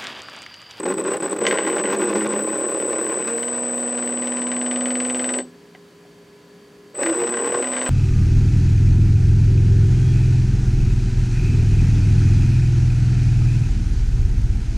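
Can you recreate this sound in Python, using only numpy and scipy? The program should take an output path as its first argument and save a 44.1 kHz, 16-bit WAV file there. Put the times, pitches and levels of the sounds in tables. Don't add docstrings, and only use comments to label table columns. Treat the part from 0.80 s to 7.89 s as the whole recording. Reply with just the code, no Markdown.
import sys
import numpy as np
from scipy import signal
from scipy.fft import rfft, irfft, next_fast_len
from scipy.io import wavfile
from scipy.ndimage import uniform_filter1d, map_coordinates

SR = 44100
rng = np.random.default_rng(int(sys.argv[2]) if len(sys.argv) > 2 else 0)


def materialize(psi):
    bounded = np.clip(np.atleast_2d(psi).T, -1, 1)
    quanta = np.round(bounded * 32767).astype(np.int16)
    wavfile.write(sys.argv[1], SR, quanta)


def undo_db(level):
    steps = np.asarray(level, float) / 20
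    return 10 ** steps


N = 312757
T = np.arange(N) / SR

# time_s, speed_turns_per_s
SPEED = [(0, 16), (.7, 17.1), (1.6, 17.6), (1.9, 18.5), (2.3, 18.8), (2.5, 19.5), (2.65, 20.0),
         (3.1, 20.21), (3.6, 20.43), (4.1, 20.67), (4.6, 20.83), (6.14, 19.6), (6.815, 19.7), (6.845, 20.6),
         (7.09, 21)]
WHOLE_TURN = [1.5623, 1.9425, 2.2116, 2.3707, 2.4757, 2.6295, 3.0765, 3.5694, 4.0568, 4.5866, 6.3675,
              6.6725, 6.9178, 7.062]
# time_s, lock_0_to_1, coupler_knock_db
LOCK = [(0, 0.06, -50), (1.5, 0.3, -38), (1.55, 0.06, -22.5), (2.42, 0.48, -46.5), (2.62, 0.95, -17.5),
        (2.85, 1, -33), (3.1, 0.95, -21.5), (3.6, 0.95, -17.5), (4.1, 1, -14), (4.6, 0.83, -13),
        (4.62, 0.9, -74), (6.1, 0.65, -80.5), (6.81, 0.26, -58), (6.835, 0.96, -17), (6.93, 0.99, -20),
        (6.96, 0.92, -15.5), (7.09, 0.8, -13)]
# start_s, length_s, whine_db
CUT_OUTS = [(0.006, 0.025, -20), (0.049, 0.008, -12), (0.071, 0.009, -12), (0.118, 0.02, -13),
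            (0.144, 0.028, -11), (0.212, 0.024, -19), (0.247, 0.01, -16), (0.293, 0.006, -8),
            (0.348, 0.019, -17), (0.375, 0.027, -15), (0.415, 0.01, -15), (0.471, 0.021, -13),
            (0.501, 0.006, -12), (0.534, 0.03, -16), (0.567, 0.018, -19), (0.594, 0.01, -12),
            (1.139, 0.004, -10), (1.147, 0.015, -15), (1.177, 0.006, -13), (1.303, 0.017, -10),
            (1.324, 0.012, -14), (1.352, 0.003, -10), (1.447, 0.025, -14), (1.479, 0.009, -15),
            (1.535, 0.013, -8), (1.706, 0.002, -8), (6.186, 0.003, -8)]
# start_s, length_s, rattle_db
SURGES = [(.008, .022, -13), (0.042, 0.0098, -23), (0.07, 0.0061, -12), (0.073, 0.067, 0.5),
          (0.131, 0.0093, -8), (0.147, 0.024, -15.5), (0.22, 0.02, -9.5), (0.242, 0.0067, -10),
          (0.296, 0.0089, -9), (0.38, 0.021, -17), (0.412, 0.011, -7.5), (0.42, 0.025, 1.5),
          (0.488, 0.005, -18), (0.5, .006, -3), (0.543, 0.019, -13), (0.574, 0.013, -13.5),
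          (0.594, 0.011, -12.5), (.694, 0.024, -4.5), (1.019, 0.015, -8.5), (1.124, 0.067, 3.5),
          (1.156, 0.036, -10), (1.238, .045, -1.5), (1.315, 0.039, 1), (1.338, 0.014, -18.5),
          (1.346, 0.014, 4.5), (1.453, 0.03, 5.5), (1.471, 0.012, -15.5), (1.534, 0.017, 4.5),
          (1.547, 0.012, -2.5), (1.551, 0.014, 0.5), (2.11, 0.046, 2), (2.47, 0.041, 3), (6.224, .016, 7),
          (6.256, 0.018, 4.5), (6.291, 0.014, 4.5), (6.311, 0.016, -5.5), (6.344, 0.011, 2),
          (6.442, .022, 0), (6.537, 0.018, 0.5), (6.927, 0.25, 4.5)]

# time_s, level_db
WHINE = [(0, -30.5), (.6, -28.5), (1.1, -28.5), (2.85, -26.5), (3.6, -27.5), (4.58, -26), (4.625, -37.5),
         (4.65, -53), (4.66, -63), (4.74, -63), (6.138, -75), (6.15, -36), (6.21, -25), (6.4, -27.5),
         (7.09, -27)]
# shaft_multiple, level_db
SIDEBAND = [(-10, -31), (-8, -34.5), (-4, -57), (-2, -50), (-1, -47.5), (1, -29), (8, -31), (11, -30.5),
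            (12, -42)]
# pitch_hz, density_db_per_hz
FIZZ = [(7000, -47), (8500, -12), (10000, -14), (12000, -10), (14000, 4), (15800, 1.5)]
# pitch_hz, density_db_per_hz
SPUTTER = [(6000, -23), (7500, 18.5), (8500, 19), (9500, 2.5), (12000, -10.5), (15000, -18)]
# start_s, length_s, level_db_re_whine
SPITS = [
    (.115, .045, -28.5),
    (.19, .035, -33.5),
    (.265, .045, -33.5),
    (.335, .04, -31),
    (.42, .075, -33),
    (.535, .05, -34.5),
    (1.105, .052, -31.5),
    (1.18, 0.072, -24.5),
    (1.3, 0.11, -31),
    (1.43, 0.031, -33),
]
# pitch_hz, density_db_per_hz
SPIT_SPECTRUM = [(8000, -31.5), (8800, 2.5), (11000, -5.5), (13000, -5), (15800, -15.5)]

# time_s, effort_db
SHAKE = [(0, -32), (.08, -30.5), (.6, -32.5), (.72, -23.5), (.82, -31.5), (1.4, -28.5), (1.62, -35),
         (2.52, -32), (2.6, -34.5), (4.58, -33), (4.62, -52), (4.68, -74), (6.139, -69), (6.146, -42),
         (6.178, -47), (6.19, -31), (6.8, -31.5), (7.09, -33)]
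# time_s, lower_db, upper_db
LURCH = [(0.033, 0, -18), (0.156, 0.5, -14.5), (.235, -1.5, 0), (0.399, -5, -5.5), (.44, 5, -3),
         (.49, -4.5, -6), (.53, 4, -1.5), (.65, -6, -1), (.7, -1.5, -4.5), (.76, -15, -4), (.79, 2.5, 1),
         (.82, -6.5, -1), (1.229, 6.5, -5), (1.28, -1, -2), (1.36, 7.5, 3), (1.401, -0.5, -20),
         (2.43, -2, -7.5), (2.5, -0.5, -2), (4.612, 20, 9.5), (6.246, 6.5, -2), (6.306, 1.5, -0.5),
         (6.39, 6, -1), (6.53, -1.5, 2)]
# pitch_hz, width_hz, level_db
LOWER = [(184, 28, -12.5), (321.2, 7.9, 4), (364, 14.8, 5.5), (386.3, 32, 3)]
# pitch_hz, width_hz, level_db
UPPER = [(435, 30, -3), (472, 20, 1), (560, 36, -4), (670, 50, -15)]
# pitch_hz, width_hz, level_db
CATCH = [(513, 56, 0.5), (542, 27, 6), (647, 46, -9.5)]
# pitch_hz, width_hz, level_db
MOUNT = [(815, 45, 7), (1062, 68, 6), (1200, 70, 1), (1430, 104, 1), (1597, 53, 1.5), (1772, 100, -4),
         (2002, 96, -6.5), (2235, 130, -8), (2547, 54, -5.5), (2760, 77, -10.5), (3555, 450, -17),
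         (5420, 740, -23.5)]
# pitch_hz, density_db_per_hz
RATTLE = [(47, -53), (80, -31.5), (184, -3), (222, -3), (408, 0), (484, -23), (921, -13), (1570, -20.5),
          (5780, -30.5), (6860, -27.5), (7400, -84), (9620, -108), (16300, -120)]
# pitch_hz, density_db_per_hz
RUMBLE = [(45, -37), (70, -23), (105, -5), (140, -1), (190, -35)]

# pitch_hz, density_db_per_hz
ROOM = [(15, -79.5), (25, -49), (43, -21.5), (90, -17.5), (140, -9), (165, -5.5), (254, -8), (299, -16.5),
        (324, -13.5), (402, -6), (436, -10), (603, -17.5), (1010, -21), (1870, -22.5), (7210, -32),
        (15800, -45.5)]
# pitch_hz, likeness_0_to_1
ALIKE = [(60, 0.96), (240, 1), (950, 0.77), (3770, 0.86), (15000, 0.99)]
# pitch_hz, level_db
FAN = [(172.3, -62.5), (290.7, -61), (409.1, -53.5), (468.3, -72), (527.6, -69.5), (995.9, -69.5),
       (1055, -74.5), (1696, -72.5), (1992, -83.5), (3149, -77), (4506, -76), (4678, -76)]

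# time_s, peak_db, thud_db
JOLTS = [(0.0563, -21.5, 24), (0.248, -22, 1), (0.335, -16, 2), (0.426, -34, 7), (0.563, -29, -3),
         (0.615, -21, 23.5), (0.6395, -23, -7), (0.652, -10, 8), (0.6666, 2.5, -15), (0.71, -2, 0),
         (0.7397, -15, -9), (0.808, -17, -4), (0.826, -17, -11), (0.835, -18, -7), (1.0384, -15, -10),
         (1.1, -13.5, -11), (1.235, -17, -12), (1.272, -26, -14), (0.774, -9.5, -15), (0.928, -15, -8),
         (0.982, -14, -2), (1.055, -10.5, -7), (1.0853, -20, -2), (1.1787, -27, 25), (1.218, -14, -10),
         (1.352, -25, 23), (1.408, -16, 3)]
# time_s, peak_db, thud_db
MORE_JOLTS = [
    (0.726, -9, -8),
    (0.785, -6, -8),
    (0.866, -12, -2),
    (0.8995, -13, 8),
]
# time_s, peak_db, thud_db
JOLTS_AGAIN = [(6.1526, -28, 9), (6.186, -35, 6), (6.2316, -12, 8), (6.262, -10, 2), (6.298, -19, 0),
               (6.37, -28, 13), (6.4223, -26, 26), (6.4372, -15, 15), (6.54, -15, -8), (6.571, -19, -30),
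               (6.6725, -17, 6.5), (6.721, -16.5, 4), (6.748, -18, 3), (6.824, -13.5, -18)]
# time_s, peak_db, thud_db
TICKS = [
    (4.949, -27.5, -8),
    (5.251, -46, 6),
]
# time_s, peak_db
TAPS = [(0.7504, -17), (0.8424, -27), (0.8504, -18), (0.8754, -19), (0.8844, -16), (0.914, -22),
        (0.9444, -23), (0.9676, -20), (1.4351, -25), (1.529, -23), (1.6445, -26), (1.702, -22),
        (1.7565, -30), (1.8123, -28), (1.8564, -27), (1.9994, -19), (2.0476, -23), (2.0976, -28),
        (2.155, -26), (2.2438, -28), (2.2648, -19), (2.2972, -20), (2.3186, -28), (2.402, -24),
        (2.4249, -23), (6.4687, -29), (6.5232, -26), (6.5894, -21), (6.6453, -22), (6.6897, -20),
        (6.79, -22.5), (6.843, -16), (6.9348, -15.5)]
# pitch_hz, width_hz, level_db
COUPLER = [(1075, 40, -6.5), (1590, 78, 3.5), (1936, 110, 4.5), (2140, 300, -0.5), (2750, 395, -2.5),
           (3025, 230, 0.5), (3640, 110, -5.5), (4380, 250, -11), (4960, 140, -17), (5950, 1100, -18.5)]
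# pitch_hz, width_hz, level_db
THUMP = [(328, 130, -7), (510, 200, -8)]
# pitch_hz, width_hz, level_db
BENCH = [(624, 100, -1), (750, 92, 3)]
# pitch_hz, width_hz, level_db
KNOCK_BODY = [(555, 45, -5), (1048, 62, -3.5)]
# pitch_hz, width_hz, level_db
PUNCH = [(411, 240, 0)]

# time_s, level_db
COG = [(0, -57), (.1, -31), (.57, -55), (.63, -24), (.76, -32), (1.56, -25), (1.76, -33.5), (2.4, -38),
       (2.47, -27), (3.0, -22.5), (4.1, -17), (4.6, -21.5), (4.72, -39), (6.14, -76), (6.42, -52),
       (6.52, -26.5), (6.78, -37), (6.84, -24)]
# time_s, level_db
OCTAVE_SWELL = [(2.4, -1.5), (3.0, 0), (3.7, -1.5), (4.6, 2), (6.34, -13), (6.37, 2), (6.46, -5), (6.49, -4),
                (6.58, -13), (6.61, -2), (6.7, -2.5), (6.81, 0), (6.84, -16), (7.09, -15)]
# time_s, pitch_hz, level_db
SHUDDER = [
    (6.18, 393.4, -24.5),
    (6.215, 345, -26.5),
    (6.258, 331, -16),
    (6.322, 329, -10.5),
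    (6.37, 353, -49),
]
# shaft_multiple, level_db
ORDER_TREND = [(6, -34), (10, -17.5), (15, -19), (22, -14.5), (26, -14), (36, -14.5), (43, -20), (50, -26),
               (56, -24), (63, -21.5)]
ORDER_STRONG = [(16, 11.5), (17, 6), (18, 11), (21, -12), (23, 3.5), (26, -1), (27, 2), (28, -6.5),
                (31, 1.5), (32, 0), (34, 0.5), (36, 0), (45, -7.5), (48, 11), (49, 7), (50, 8), (51, 5),
                (58, 2), (53, -6), (60, 0)]
# pitch_hz, width_hz, level_db
ORDER_MODE = [(555, 50, 1.2)]
# pitch_hz, density_db_per_hz
CRACK = [(1200, -35), (2000, 6), (4000, -10), (7000, -9), (9500, -9.5), (10500, -49.5)]

# pitch_hz, t60_s
TAIL = [(200, 0.42), (2000, 0.098), (7000, 0.34), (9000, 0.091)]
# pitch_hz, level_db
WIDE = [(200, -42.5), (500, -30.5), (1000, -12.5), (2000, -15.5), (4000, -7.5), (8000, -8), (14000, 0.5)]
# pitch_hz, level_db_re_whine
MASK = [(6700, -90), (6950, -56.5), (7650, -48), (7800, -70), (8300, -71), (8450, -35.5), (10000, -48),
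        (12500, -61), (14000, -54.5), (15000, -60), (15500, -73)]

SWITCH_HZ = 8034.1
CRACK_S = .6662
BEAT_FROM_S, BEAT_TO_S = 6.59, 6.81
BEAT_LAG_S = 0.00279
REBOUND_S = .017


def unit(x):
    return x / np.sqrt(np.mean(x ** 2) + 1e-20)


def along(points, hz):
    f, v = np.transpose(points)
    return np.interp(np.log(hz + 1), np.log(f + 1), v)


def curves(rows):
    s, *cols = np.transpose(rows)
    return [np.interp(T, s, c) for c in cols]


def gated(rows):
    return sum(value * ((T > s) & (T < s + length)) for s, length, value in rows)


def wobble(rate, depth_db=None):
    curve = map_coordinates(rng.standard_normal(2000), [np.clip(T[::16] * rate, 0, 1990)])
    return np.interp(T, T[::16], curve if depth_db is None else undo_db(depth_db * curve))


def filtered(x, response):
    m = next_fast_len(N + SR // 2)
    return irfft(rfft(x, m) * response(np.fft.rfftfreq(m, 1 / SR)), m)[..., :N]


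def ringing(x, modes):
    def response(f):
        return sum((-1) ** k * undo_db(db) * 1j * f * w / (c * c - f * f + 1j * f * w)
                   for k, (c, w, db) in enumerate(modes))
    return filtered(x, response)


def hiss(spectrum):
    return unit(filtered(rng.standard_normal(N), lambda hz: undo_db(along(spectrum, hz))))


def steady(x, size=6000):
    return x / np.sqrt(np.abs(uniform_filter1d(x * x, size)) + 1e-12)


def shaft():
    turns = np.cumsum(curves(SPEED)[0]) / SR
    slip = np.unwrap(np.interp(WHOLE_TURN, T, turns) % 1, period=1)
    return turns - np.interp(T, WHOLE_TURN, slip)


def drive(share, soft_s):
    return undo_db(uniform_filter1d(share * gated(CUT_OUTS), round(soft_s * SR)))


def surge(share):
    return undo_db(uniform_filter1d(share * gated(SURGES), size=130))


def whine(turns):
    level_db, = curves(WHINE)
    lock = curves(LOCK)[0]
    on = (T < 4.7) | (T > 6.138)
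    power = drive(share=1.15, soft_s=.005)

    sway = sum(undo_db(db) * wobble(1.0, depth_db=2.5) * np.exp(2j * np.pi * (k * turns + rng.random()))
               for k, db in SIDEBAND)
    flutter = filtered(rng.standard_normal((2, N)), lambda hz: 1 / (1 + (hz / 230) ** 8))
    in_phase = undo_db(-12.5 - 9.3 * lock) * unit(flutter[0])
    quadrature = undo_db(-14.0 - 4.7 * lock) * unit(flutter[1])
    modulation = power + (sway + in_phase + 1j * quadrature) * power ** 0.5
    lead = .045j * np.array([[1], [-1]]) * (1 + .4 * wobble(24))
    tone = np.sqrt(2) * np.real(modulation * np.exp(2j * np.pi * SWITCH_HZ * T + lead))

    fizz_gain = undo_db(-26.5) * undo_db(2.4 * wobble(24) - 7.0 * lock) * power ** .4 * surge(share=.8)
    mid, side = np.array([hiss(FIZZ), hiss(FIZZ)]) * [[1], [.3]] * fizz_gain
    hunting = uniform_filter1d(gated([(s, length, undo_db(db)) for s, length, db in SPITS]), size=100)
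    mid = mid + hunting * wobble(140, depth_db=4.5) * surge(share=.7) * hiss(SPIT_SPECTRUM)

    struggle = np.abs(uniform_filter1d(1 - power, 5000))
    sputter = undo_db(-13.5) * np.sqrt(struggle) * power ** 0.33 * surge(share=0.43) * hiss(SPUTTER)
    tone = tone + sputter + mid + [[1], [-1]] * side
    return on * undo_db(level_db + 0.043 * wobble(32)) * tone


def shake():
    effort_db, = curves(SHAKE)
    loose = 1 - curves(LOCK)[0]
    lurch_s = 0.026
    lurch_db = sum(np.outer(db, np.exp(-((T[::16] - s) / lurch_s) ** 2)) for s, *db in LURCH)
    low_db, high_db = (np.interp(T, T[::16], db) for db in lurch_db)
    seesaw_db = 1 * loose * wobble(21)
    return (effort_db + low_db + 0.2 + 7 * loose + seesaw_db,
            effort_db + high_db + 4.5 - seesaw_db,
            effort_db + 0.23 * (low_db + high_db))


def hull_kicks(wander, on, low_db, high_db):
    kick_gain = undo_db(4.07 * np.cos(4 * np.pi * wander) + 1.7 * wobble(110))
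    steps = np.diff(np.floor(6 * wander), prepend=0) * kick_gain
    noise = np.where(T < 5, .4, .17) * rng.standard_normal((2, N)) * undo_db(3.5 * wobble(90))
    kicks = unit(steps * on) + noise
    low_db = low_db - 9 * ((T > 6.23) & (T < 6.34)) - 4 * ((T > BEAT_FROM_S) & (T < BEAT_TO_S))
    high_db = high_db - 4.5 * ((T > 6.34) & (T < 6.82))
    catching = (T > 6) & (T < 6.34)
    upper = np.where(catching, ringing(kicks[1], CATCH), ringing(kicks[1], UPPER))
    hull = undo_db(low_db) * steady(ringing(kicks[0], LOWER), size=1400)
    hull = hull + undo_db(high_db) * steady(upper, size=1400)
    throb = np.interp(T, [1.4, 1.6, 2.35, 2.5, 6.55, 6.6], [0.1, 1.2, 2.0, .3, 0.28, 2.1])
    lag_turns = 0.17
    return hull * undo_db(1.5 * throb * np.cos(4 * np.pi * (wander - lag_turns)))


def mount_rattle(turns, wander, lock, loose):
    flicker_db = 3.7 * wobble(250) + 1.6 * wobble(45) + 0.22 * np.cos(4 * np.pi * wander)
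    grit, fine = rng.standard_normal((2, N)) * undo_db((1 - 0.27 * lock) * flicker_db)
    taps = (rng.random(N) < 500 / SR) * rng.standard_normal(N)
    grit = grit + taps * 8.6 * loose * undo_db(4.7 * np.cos(4 * np.pi * wander))
    fine = fine * undo_db(1 * loose * np.cos(12 * np.pi * wander))
    scrape = unit(filtered(fine, lambda hz: undo_db(along(RATTLE, hz))))
    rattle = 0.75 * unit(ringing(grit, MOUNT)) + 0.57 * scrape
    rattle = rattle * undo_db(-7 * lock * (turns % 1 - .5))
    return rattle - 0.83 * lock * filtered(rattle, lambda hz: 1 / (1 + (hz / 1250) ** 6))


def chatter(turns, low_db, high_db, rattle_db):
    lock = curves(LOCK)[0]
    loose = np.sqrt(np.clip(1 - lock, .02, 1))
    on = (T < 4.76) | (T > 6.12)
    wander = turns + 0.04096 * wobble(20) * np.interp(T, [1.5, 2.2, 6], [1.6, .7, .2])
    hull = loose * hull_kicks(wander, on, low_db, high_db)
    hull = hull * drive(share=0.069, soft_s=0.0024) * surge(share=0.35)
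    rattle = undo_db(rattle_db + 1.5) * mount_rattle(turns, wander, lock, loose)
    rattle = rattle * np.roll(drive(share=0.076, soft_s=0.0009), 200) * surge(share=0.91)
    return on * (hull + rattle)


def bench(rattle_db):
    return undo_db(rattle_db - 27 + 2 * (1 - curves(LOCK)[0])) * hiss(RUMBLE)


def room_tone():
    def response(hz):
        turn = np.arccos(np.clip(along(ALIKE, hz), -1, 1)) / 2
        return undo_db(along(ROOM, hz)) * [np.cos(turn), np.sin(turn)]

    mid, side = filtered(rng.standard_normal((2, N)), response)
    room = undo_db(-50.5 + 0.28 * wobble(1.0)) * unit(np.array([mid + side, mid - side]))
    fan = sum(undo_db(db + 5.5) * wobble(17.0, depth_db=1.0) * np.sin(2 * np.pi * hz * T + 0.26 * wobble(4.6))
              for hz, db in FAN)
    blades = unit(ringing(rng.standard_normal(N), [(4550, 81, 0.074), (1690, 60, 0.93)]))
    own = undo_db(-74) * (rng.standard_normal(N) + 0.59 * rng.standard_normal((2, N)))
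    return room + fan + undo_db(-68.5) * blades + own


def blow_rows(at, lock, knock_db):
    slack_db = 4 * rng.standard_normal(len(at)) * (lock[at] < .5)
    rows = [(T[i], knock_db[i] + db, -10 if lock[i] < .5 else -90) for i, db in zip(at, slack_db)]
    rows += list(JOLTS) + list(MORE_JOLTS) + list(JOLTS_AGAIN) + list(TICKS)
    rows += [(T[i] + REBOUND_S, knock_db[i] + (-14 if T[i] < 5 else -5), -90)
             for i in at[:-1] if lock[i] > .8]
    return rows + [(s, db + 1.5, -11.5) for s, db in TAPS]


def knocks(turns):
    lock, knock_db = curves(LOCK)
    at = np.flatnonzero(np.diff(np.floor(turns)) > 0)
    blows, thuds, t = np.zeros((3, N + SR)), np.zeros(N + SR), np.arange(1500) / SR
    burst = 0.09 * undo_db(-60 * t / 0.025) + 0.046 * undo_db(-60 * t / 0.12)
    burst = burst + 0.062 * undo_db(-60 * np.abs(t - .0065) / 0.028) * (t > .0062)
    for s, db, thud_db in blow_rows(at, lock, knock_db):
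        if thud_db <= -90:
            kind, scrape, edge = 0, 1, 3.05
        elif abs(s - CRACK_S) < .004:
            kind, scrape, edge = 2, 1, 3.08
        else:
            kind, scrape, edge = 1, 0.95, 3.08
        strike = scrape * burst * rng.standard_normal(len(t)) + edge * (t == 0)
        blows[kind, round(s * SR):][:len(t)] += undo_db(db + rng.normal(0, .6) + 9.5) * strike
        thuds[round(s * SR)] += undo_db(db + thud_db + 25.0)
    locked = filtered(blows[0, :N], lambda hz: 1 / (1 - 1j * 1420 / (hz + 1)) ** 2 / (1 + 1j * hz / 6800))
    soft = filtered(blows[1, :N], lambda hz: 1 / (1 + 1j * hz / 3500) ** 2)
    coupler = ringing(undo_db(5.0) * locked + undo_db(3.5) * soft + blows[2, :N], COUPLER)

    still = (T > 4.8) & (T < 6)
    hull = ringing(thuds[:N] * ~still, LOWER + UPPER + THUMP)
    hull = hull + undo_db(8) * ringing(thuds[:N] * still, BENCH)

    lag = round(BEAT_LAG_S * SR)
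    body_db = knock_db[at] + 23 + 7.5 * (T[at] > 5)
    once = np.bincount(at, undo_db(body_db) * (lock[at] > .8), N)
    once = np.roll(once + 0.55 * np.roll(once, round(REBOUND_S * SR)), lag)
    halves = np.diff(np.floor(2 * turns), prepend=0) > 0
    second_spin = undo_db(22.5) * (T > BEAT_FROM_S) * (T < BEAT_TO_S)
    first_spin = undo_db(16.5) * (T > 1.6) * (T < 2.4)
    beats = np.roll(halves * (second_spin + first_spin), lag)
    return coupler + hull + ringing(once, KNOCK_BODY) - ringing(ringing(beats, PUNCH), PUNCH)


def order_line(turns, k, db, rate, depth_db, lag_turns, spread_turns):
    phase_turns = k * (turns - lag_turns) + rng.normal(0, k * spread_turns)
    return undo_db(db) * wobble(rate, depth_db) * np.sin(2 * np.pi * phase_turns)


def shaft_orders(turns):
    k = np.arange(64)
    order_db = np.interp(k, *np.transpose(ORDER_TREND)) + sum(db * (k == n) for n, db in ORDER_STRONG)
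    low = unit(sum(order_line(turns, k, db, 1.7, 1.5, lag_turns=.56, spread_turns=.058)
                   for k, db in enumerate(order_db) if 5 < k < 20 and k != 12))
    high = unit(sum(order_line(turns, k, db, 5, 2.5, lag_turns=.2, spread_turns=.22)
                    for k, db in enumerate(order_db) if k > 19 and k != 24))
    return low, 1.03 * high + ringing(high, ORDER_MODE)


def hum(turns, low_db, high_db):
    cog_db, = curves(COG)
    lock = curves(LOCK)[0]
    on = (T < 4.76) | (T > 6.15)
    up_to_speed = uniform_filter1d(1. * ((T > 2.38) & (T < 6) | (T > 6.34)), size=900)
    detune = (24 * curves(SPEED)[0] - 471.1) / 9.5
    octave_db = high_db + 1 + 4 * (1 - lock) - 10 * np.log10(1 + detune ** 2) + curves(OCTAVE_SWELL)[0]
    unsteady = 12 * turns + 0.28 * (1 - lock) * wobble(25) * (T < 2.6)
    cog = undo_db(cog_db - 5.5) * np.sin(2 * np.pi * unsteady)
    octave = undo_db(octave_db + 1.0) * up_to_speed * np.sin(4 * np.pi * unsteady + 1)
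    shudder_hz, shudder_db = curves(SHUDDER)
    shudder = undo_db(shudder_db - 3.5) * np.sin(2 * np.pi * np.cumsum(shudder_hz) / SR)
    shudder = shudder * ((T > 6.18) & (T < 6.37))
    low, high = shaft_orders(turns)
    orders = undo_db(low_db - 5.5) * low + undo_db(high_db - 7.5) * high
    return on * (cog + octave + shudder + lock * orders)


def crack():
    t = np.clip(T - CRACK_S, 0, None)
    t60_s, rise_s = 0.11, .002
    return (T > CRACK_S) * undo_db(-22.5 - 60 * t / t60_s) * (1 - np.exp(-t / rise_s)) * hiss(CRACK)


def walls(x):
    hz, t, z = signal.stft(rng.standard_normal((2, SR // 2)), SR, nperseg=256)
    z = z * undo_db(-60 * t / along(TAIL, hz)[:, None])
    z = np.array([z[0], z[1] * undo_db(along(WIDE, hz))[:, None]])
    mid, side = signal.istft(z, SR, nperseg=256)[1]
    tail = np.array([mid + side, mid - side]) / np.linalg.norm(mid)
    return signal.fftconvolve(x[None], tail, axes=1)[:, :N]


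def masked(x):
    hz, t, z = signal.stft(x, SR, nperseg=2048)
    power = np.abs(z.mean(0)) ** 2
    loud = power[np.abs(hz - SWITCH_HZ) < 40].max(0)
    width = 16
    bands = power[:len(hz) // width * width].reshape(-1, width, len(t)).mean(1)
    limit = loud * undo_db(along(MASK, hz[width // 2::width][:len(bands)]))[:, None] ** 2
    keep = bands > limit * undo_db(5.5 * uniform_filter1d(rng.standard_normal(bands.shape), size=2))
    z[:, :-1] *= np.repeat(keep, width, axis=0)
    return signal.istft(z, SR, nperseg=2048)[1][:, :N]


def scene():
    turns = shaft()
    sing = whine(turns)
    low_db, high_db, rattle_db = shake()
    body = chatter(turns, low_db, high_db, rattle_db) + knocks(turns) + hum(turns, low_db, high_db)
    body = filtered(body, lambda hz: 1 / (1 + (hz / 7000) ** 16) / (1 + (110 / (hz + 1)) ** 4))
    echo = walls(undo_db(-14.0) * body + undo_db(-27.0) * sing[0])
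    return sing + body + bench(rattle_db) + room_tone() + crack() + echo


def roll_off(x):
    return signal.sosfilt(signal.butter(12, 15910, fs=SR, output="sos"), x)


def record(dry):
    mix = masked(dry)
    return roll_off(mix)


dry = scene()
out = record(dry)
materialize(out)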